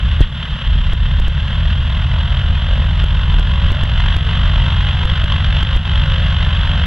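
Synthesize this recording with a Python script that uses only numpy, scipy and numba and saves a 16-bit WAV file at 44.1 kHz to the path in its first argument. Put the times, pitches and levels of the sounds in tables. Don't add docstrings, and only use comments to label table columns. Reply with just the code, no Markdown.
import sys
import numpy as np
from scipy import signal
from scipy.fft import rfft, irfft, next_fast_len
from scipy.io import wavfile
from scipy.ndimage import uniform_filter1d, map_coordinates
from numba import njit

SR = 44100
rng = np.random.default_rng(int(sys.argv[2]) if len(sys.argv) > 2 else 0)


def to_wav(s):
    ch = np.atleast_2d(s).T
    pcm = np.round(np.clip(ch, -1, 1) * 32767)
    wavfile.write(sys.argv[1], SR, pcm.astype(np.int16))


N = 302526
T = np.arange(N) / SR
CYLINDERS, BLADES_PER_CYCLE = 9, 11 / 2
REFERENCE_RPM = 1060

# f/Hz, level/dB
SWISH_SPECTRUM = [(350, -49), (750, -20.5), (1050, -7), (1250, -12.5), (1550, -3.5), (2120, -8),
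                  (2350, -15.5), (2650, -4.5), (3250, 0.5), (3800, -10.5), (4300, -22), (6000, -33),
                  (8000, -45.5), (15800, -77)]


def exhaust(uneven_db=1.0, jitter=0.033, waver_db=1.8):
    firing_order = [(-0.31, 0.89), (0.038, 0.91), (0.031, 0.7), (0.19, 1), (-0.23, 0.75), (-0.25, 1),
                    (0.064, 0.67), (0.086, 0.96), (-0.35, 0.57)]
    # f/Hz, level/dB
    pipe_spectrum = [(10, -37), (20, -4), (42, 3), (61, 2), (79, 3.5), (105, -8), (140, -13), (200, -28.5),
                     (300, -61), (500, -80)]
    # level/dB at the reference speed, gain/dB per doubling
    exhaust_level = (-16, 0)
    turns = cycles(delay_s=.015)
    firing = np.arange(1, int(turns[-1] * CYLINDERS))
    lag, strength = np.array(firing_order)[firing % CYLINDERS].T
    timing, burn = rng.standard_normal((len(firing), 2)).T
    at = np.searchsorted(turns * CYLINDERS, firing + lag + jitter * timing)
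    clicks = np.bincount(at, strength * amp(uneven_db * burn), N + 1)[:N]
    puffs = unit(colour(clicks, pipe_spectrum, 1j))
    exhaust_db = by_speed(*exhaust_level) + misfires()[0]
    return amp(exhaust_db) * (puffs + np.sqrt(2) * drone(turns, waver_db))


def drone(turns, waver_db, hum_db=-12):
    orders = [5.5, 11, 14, 16, 16.5, 19, 22, 27.5, 33]
    order_levels = [-12.5, -11.5, -15.5, -20.5, -22, -17.5, -24, -29, -37]
    # f/Hz, half-width/Hz, lift/dB
    pipe_ring = (124, 6, 5)
    tones = -amp(hum_db) * np.sin(2 * np.pi * CYLINDERS * turns)
    cycle_hz = crank_rpm() / 120
    ring_hz, width_hz, ring_db = pipe_ring
    for order, db in zip(orders, order_levels):
        lift_db = ring_db / (1 + ((order * cycle_hz - ring_hz) / width_hz) ** 2)
        level = amp(db + lift_db + waver_db * drift(6.3))
        tones += level * np.cos(2 * np.pi * (order * turns + rng.random()))
    return tones


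def misfires(edge_s=0.057):
    # start t/s, length/s, exhaust level/dB, rumble level/dB
    gaps = [(.24, 0.277, -10.5, -19), (0.558, 0.084, -16, -23), (0.844, 0.09, -16, -0.5),
            (1.466, 0.094, -3.5, -2.5), (5.775, 0.1, -4, -6)]
    start, length, exhaust_db, rumble_db = np.transpose(gaps)
    inside = np.minimum(T[:, None] - start, start + length - T[:, None])
    missing = np.clip(.5 + inside / edge_s, 0, 1)
    return missing @ exhaust_db, missing @ rumble_db


def thuds(bass, width_s=.0036, ceiling=.62):
    # t/s, peak pressure/full scale (negative = suction)
    heavy_firings = [(0.9356, 0.82), (1.202, .86), (1.2836, 0.87), (2.506, -0.66), (3.043, 0.76),
                     (3.399, 0.74), (3.6484, 0.68), (3.7207, 0.75), (3.838, 0.78), (4.1666, -0.66),
                     (5.0561, 0.73), (5.119, 0.71), (5.2444, 0.78), (5.6328, 0.68), (5.7571, -0.69),
                     (5.7669, 0.97)]
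    bass = bass / (1 + (bass / ceiling) ** 4) ** (1 / 4)
    for s, pressure in heavy_firings:
        swell = np.exp(-((T - s) / width_s) ** 2)
        bass = bass + swell * (pressure - bass)
    return bass


def backfire(s=.207, strength=2.84, decay_s=0.02, extra_hz=90, end_hz=25, sag_s=0.00875,
             hiss_db=-21, hiss_rise_s=0.012):
    t = np.maximum(T - s, 0)
    turns = end_hz * t + extra_hz * sag_s * (1 - np.exp(-t / sag_s))
    boom = -strength * np.exp(-t / decay_s) * np.sin(2 * np.pi * turns)
    hiss = unit(colour(rng.standard_normal(N), SWISH_SPECTRUM))
    spit = hiss * t / hiss_rise_s * np.exp(1 - t / hiss_rise_s)
    return boom + amp(hiss_db) * spit


def propeller(buzz_memory=0.78, swish_memory=0.16, buzz_swing_db=3.5, buzz_lead=0.097,
              slap_lag=0.17, sharpness=0.46, blade_db=0.94, flutter_db=0.5):
    # f/Hz, level/dB
    buzz_spectrum = [(200, -43), (400, -11.5), (480, -4), (560, 1), (680, -0.5), (800, -4), (930, 1.5),
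                     (1120, -1.5), (1400, 0), (2000, -35), (2400, -27), (4000, -43.5)]
    # level/dB at the reference speed, gain/dB per doubling
    buzz_level = (-32.5, 17.8)
    swish_level = (-27, 7.4)
    slap_swing = (3.18, 2.7)
    # start t/s, rise/s, level/dB
    settled = (3.48, 1.0, 2.26)
    blade = BLADES_PER_CYCLE * cycles()
    passing = 2 * np.pi * (blade - slap_lag)
    slap = np.cos(passing) + sharpness * (np.cos(2 * passing) + np.cos(3 * passing)) / 2
    uneven_db = blade_db * drift(70) + flutter_db * drift(16)

    pitched = np.interp(crank_rpm(), [820, 930], [.3, 1])
    repeating = np.sqrt(pitched) * unit(eddies(blade, buzz_memory))
    rasp = repeating + np.sqrt(1 - pitched) * unit(eddies(blade, 0))
    buzz_swing = buzz_swing_db * np.cos(passing + 2 * np.pi * buzz_lead)
    buzz = rasp * amp(buzz_swing + uneven_db / 2)

    swish = eddies(blade, swish_memory) * amp(by_speed(*slap_swing) * slap + uneven_db)
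    settle_s, rise_s, settled_db = settled
    swish_db = by_speed(*swish_level) + settled_db * np.clip((T - settle_s) / rise_s, 0, 1)
    buzz = unit(colour(buzz, buzz_spectrum)) * amp(by_speed(*buzz_level))
    return buzz + unit(colour(swish, SWISH_SPECTRUM)) * amp(swish_db)


def eddies(blade, memory):
    fresh = rng.standard_normal((400, 1024))
    cuts = signal.lfilter([1], [1, -np.clip(memory, 0, .95)], fresh, axis=0)
    return map_coordinates(cuts.ravel(), [(blade + 10) * 1024], order=3, mode="wrap")


def cracks(trim_db=-2.0, decay_s=0.0033):
    # t/s, level/dB at onset ahead of the common trim
    spits = [(0.429, -16), (3.4278, -19.5), (3.976, -17), (4.003, -12), (4.039, -18), (4.061, -14),
             (4.084, -14.5), (5.0983, -11.5), (5.2808, -19), (5.322, -10.5), (5.4446, -10.5), (5.5258, -14),
             (5.6268, -15), (6.036, -21), (6.715, -18)]
    envelope = np.zeros(N)
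    for s, db in spits:
        u = np.maximum(T - s, 0) / decay_s
        envelope += amp(db + trim_db) * (u > 0) * np.exp(-u)
    noise = rng.standard_normal(N)
    return colour(envelope * noise, SWISH_SPECTRUM) / colour(noise, SWISH_SPECTRUM).std()


def burble(throb_db=0.5):
    # f/Hz, level/dB
    burble_spectrum = [(40, -13.5), (90, -11.5), (150, 10), (190, 0), (240, -8.5), (290, -23), (380, -25.5),
                       (600, -23.5), (1200, -60.5), (6000, -79)]
    # level/dB at the reference speed, gain/dB per doubling
    burble_level = (-27.5, -2)
    throb = amp(throb_db * np.cos(2 * np.pi * CYLINDERS * cycles()))
    gas = unit(colour(rng.standard_normal(N) * throb, burble_spectrum))
    return gas * amp(by_speed(*burble_level))


def rumble(surge_s=0.044):
    # f/Hz, level/dB
    rumble_spectrum = [(6, -36.5), (18, -16), (30, -3), (42, 3.5), (55, -7.5), (80, -14.5), (130, -29),
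                       (300, -89.5)]
    # level/dB at the reference speed, gain/dB per doubling
    rumble_level = (-18.5, -6)
    # middle t/s, level/dB
    surges = [(.69, 4.5), (.88, 10.5), (1.53, 9), (2.7, 5), (3.07, 3.5), (3.36, 8), (3.92, 11.5), (4.47, 7),
              (5.73, 0)]
    rumble_db = by_speed(*rumble_level) + swells(surges, surge_s) + misfires()[1]
    return unit(colour(rng.standard_normal(N), rumble_spectrum)) * amp(rumble_db)


def glides():
    # t/s, length/s, starting f/Hz, ending f/Hz, level/dB
    tones = [(3.676, 0.075, 350, 400, -42.5), (3.724, 0.091, 583, 636, -35.5),
             (4.226, 0.12, 480, 390, -39.5), (4.972, 0.097, 410, 388, -43), (5.008, .14, 483, 543, -36),
             (5.845, .1, 405, 346, -44)]
    out = np.zeros(N)
    for s, length, start_hz, end_hz, db in tones:
        u = np.clip((T - s) / length, 0, 1)
        hz = start_hz + (end_hz - start_hz) * u
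        tone = np.sin(2 * np.pi * np.cumsum(hz) / SR)
        out += amp(db) * np.sqrt(2) * np.sin(np.pi * u) * tone
    return out


def field_air(level_db=-59.5):
    # f/Hz, level/dB
    air_spectrum = [(50, -38), (500, -26), (3000, 0), (6000, 0), (15000, -16)]
    hiss = [unit(colour(rng.standard_normal(N), air_spectrum)) for _ in range(2)]
    return amp(level_db) * np.array(hiss)


def crank_rpm():
    # t/s, crankshaft speed/rpm
    run_up = [(0, 765), (.3, 858.9), (.6, 775.5), (1.2, 823.2), (2.3, 948.5), (2.7, 968.4), (3, 1006.3),
              (3.4, 1016.3), (4.1, 1052.1), (5.7, 1066.3), (6.86, 1062.1)]
    return np.interp(T, *np.transpose(run_up))


def cycles(delay_s=0):
    return np.interp(T - delay_s, T, np.cumsum(crank_rpm()) / SR / 120)


def by_speed(reference_db, db_per_doubling):
    return reference_db + db_per_doubling * np.log2(crank_rpm() / REFERENCE_RPM)


def swells(rows, width_s):
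    return sum(db * np.exp(-((T - s) / width_s) ** 2) for s, db in rows)


def drift(rate_hz):
    knots = rng.standard_normal(1024)
    coarse = map_coordinates(knots, [T[::64] * rate_hz], order=3, mode="wrap")
    return unit(np.interp(T, T[::64], coarse))


def colour(x, points, turn=1):
    size = next_fast_len(N + SR // 4)
    hz, db = np.transpose(points)
    log_hz = np.log(np.fft.rfftfreq(size, 1 / SR) + 1)
    gain = amp(np.interp(log_hz, np.log(hz), db))
    return irfft(rfft(x, size) * gain * turn, size)[:N]


def amp(db):
    return 10 ** (np.asarray(db) / 20)


def unit(x):
    return x / np.sqrt(np.mean(x ** 2) + 1e-20)


def scene():
    # middle t/s, level/dB
    dips = [(.3, -6), (5.81, -3.5)]
    bass = thuds(exhaust() + rumble() + burble()) + backfire()
    chatter = propeller() * amp(swells(dips, width_s=0.046)) + cracks()
    stereo_chatter = np.array([np.r_[0, chatter[:-1]], chatter])
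    return stereo_chatter + bass + glides() + field_air()


@njit
def step_gain(peak, threshold, step, hold, recovery):
    gains, gain, wait = np.ones(len(peak)), 1., 0.
    for i in range(len(peak)):
        wait -= 1
        if wait <= 0 and peak[i] * gain > threshold:
            gain, wait = gain * step, hold
        gain += (1 - gain) * recovery
        gains[i] = gain
    return gains


def record(dry, step_db=-3.5, recovery_s=0.054, softness=0.41, edge_hz=15800):
    threshold, hold = .68, .007 * SR
    peak = abs(uniform_filter1d(dry.mean(0), size=28))
    gain = step_gain(peak, threshold, float(amp(step_db)), hold, 1 / (recovery_s * SR))
    pole = np.clip(softness, 0, .95)
    gain = 1 + signal.lfilter([1 - pole], [1, -pole], gain - 1)
    clipped = np.clip(dry * gain, -.96, .96)
    lowpass = signal.firwin(511, edge_hz, window=("kaiser", 9), fs=SR)
    return signal.oaconvolve(clipped, lowpass[None], "same")


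dry = scene()
out = record(dry)
to_wav(out)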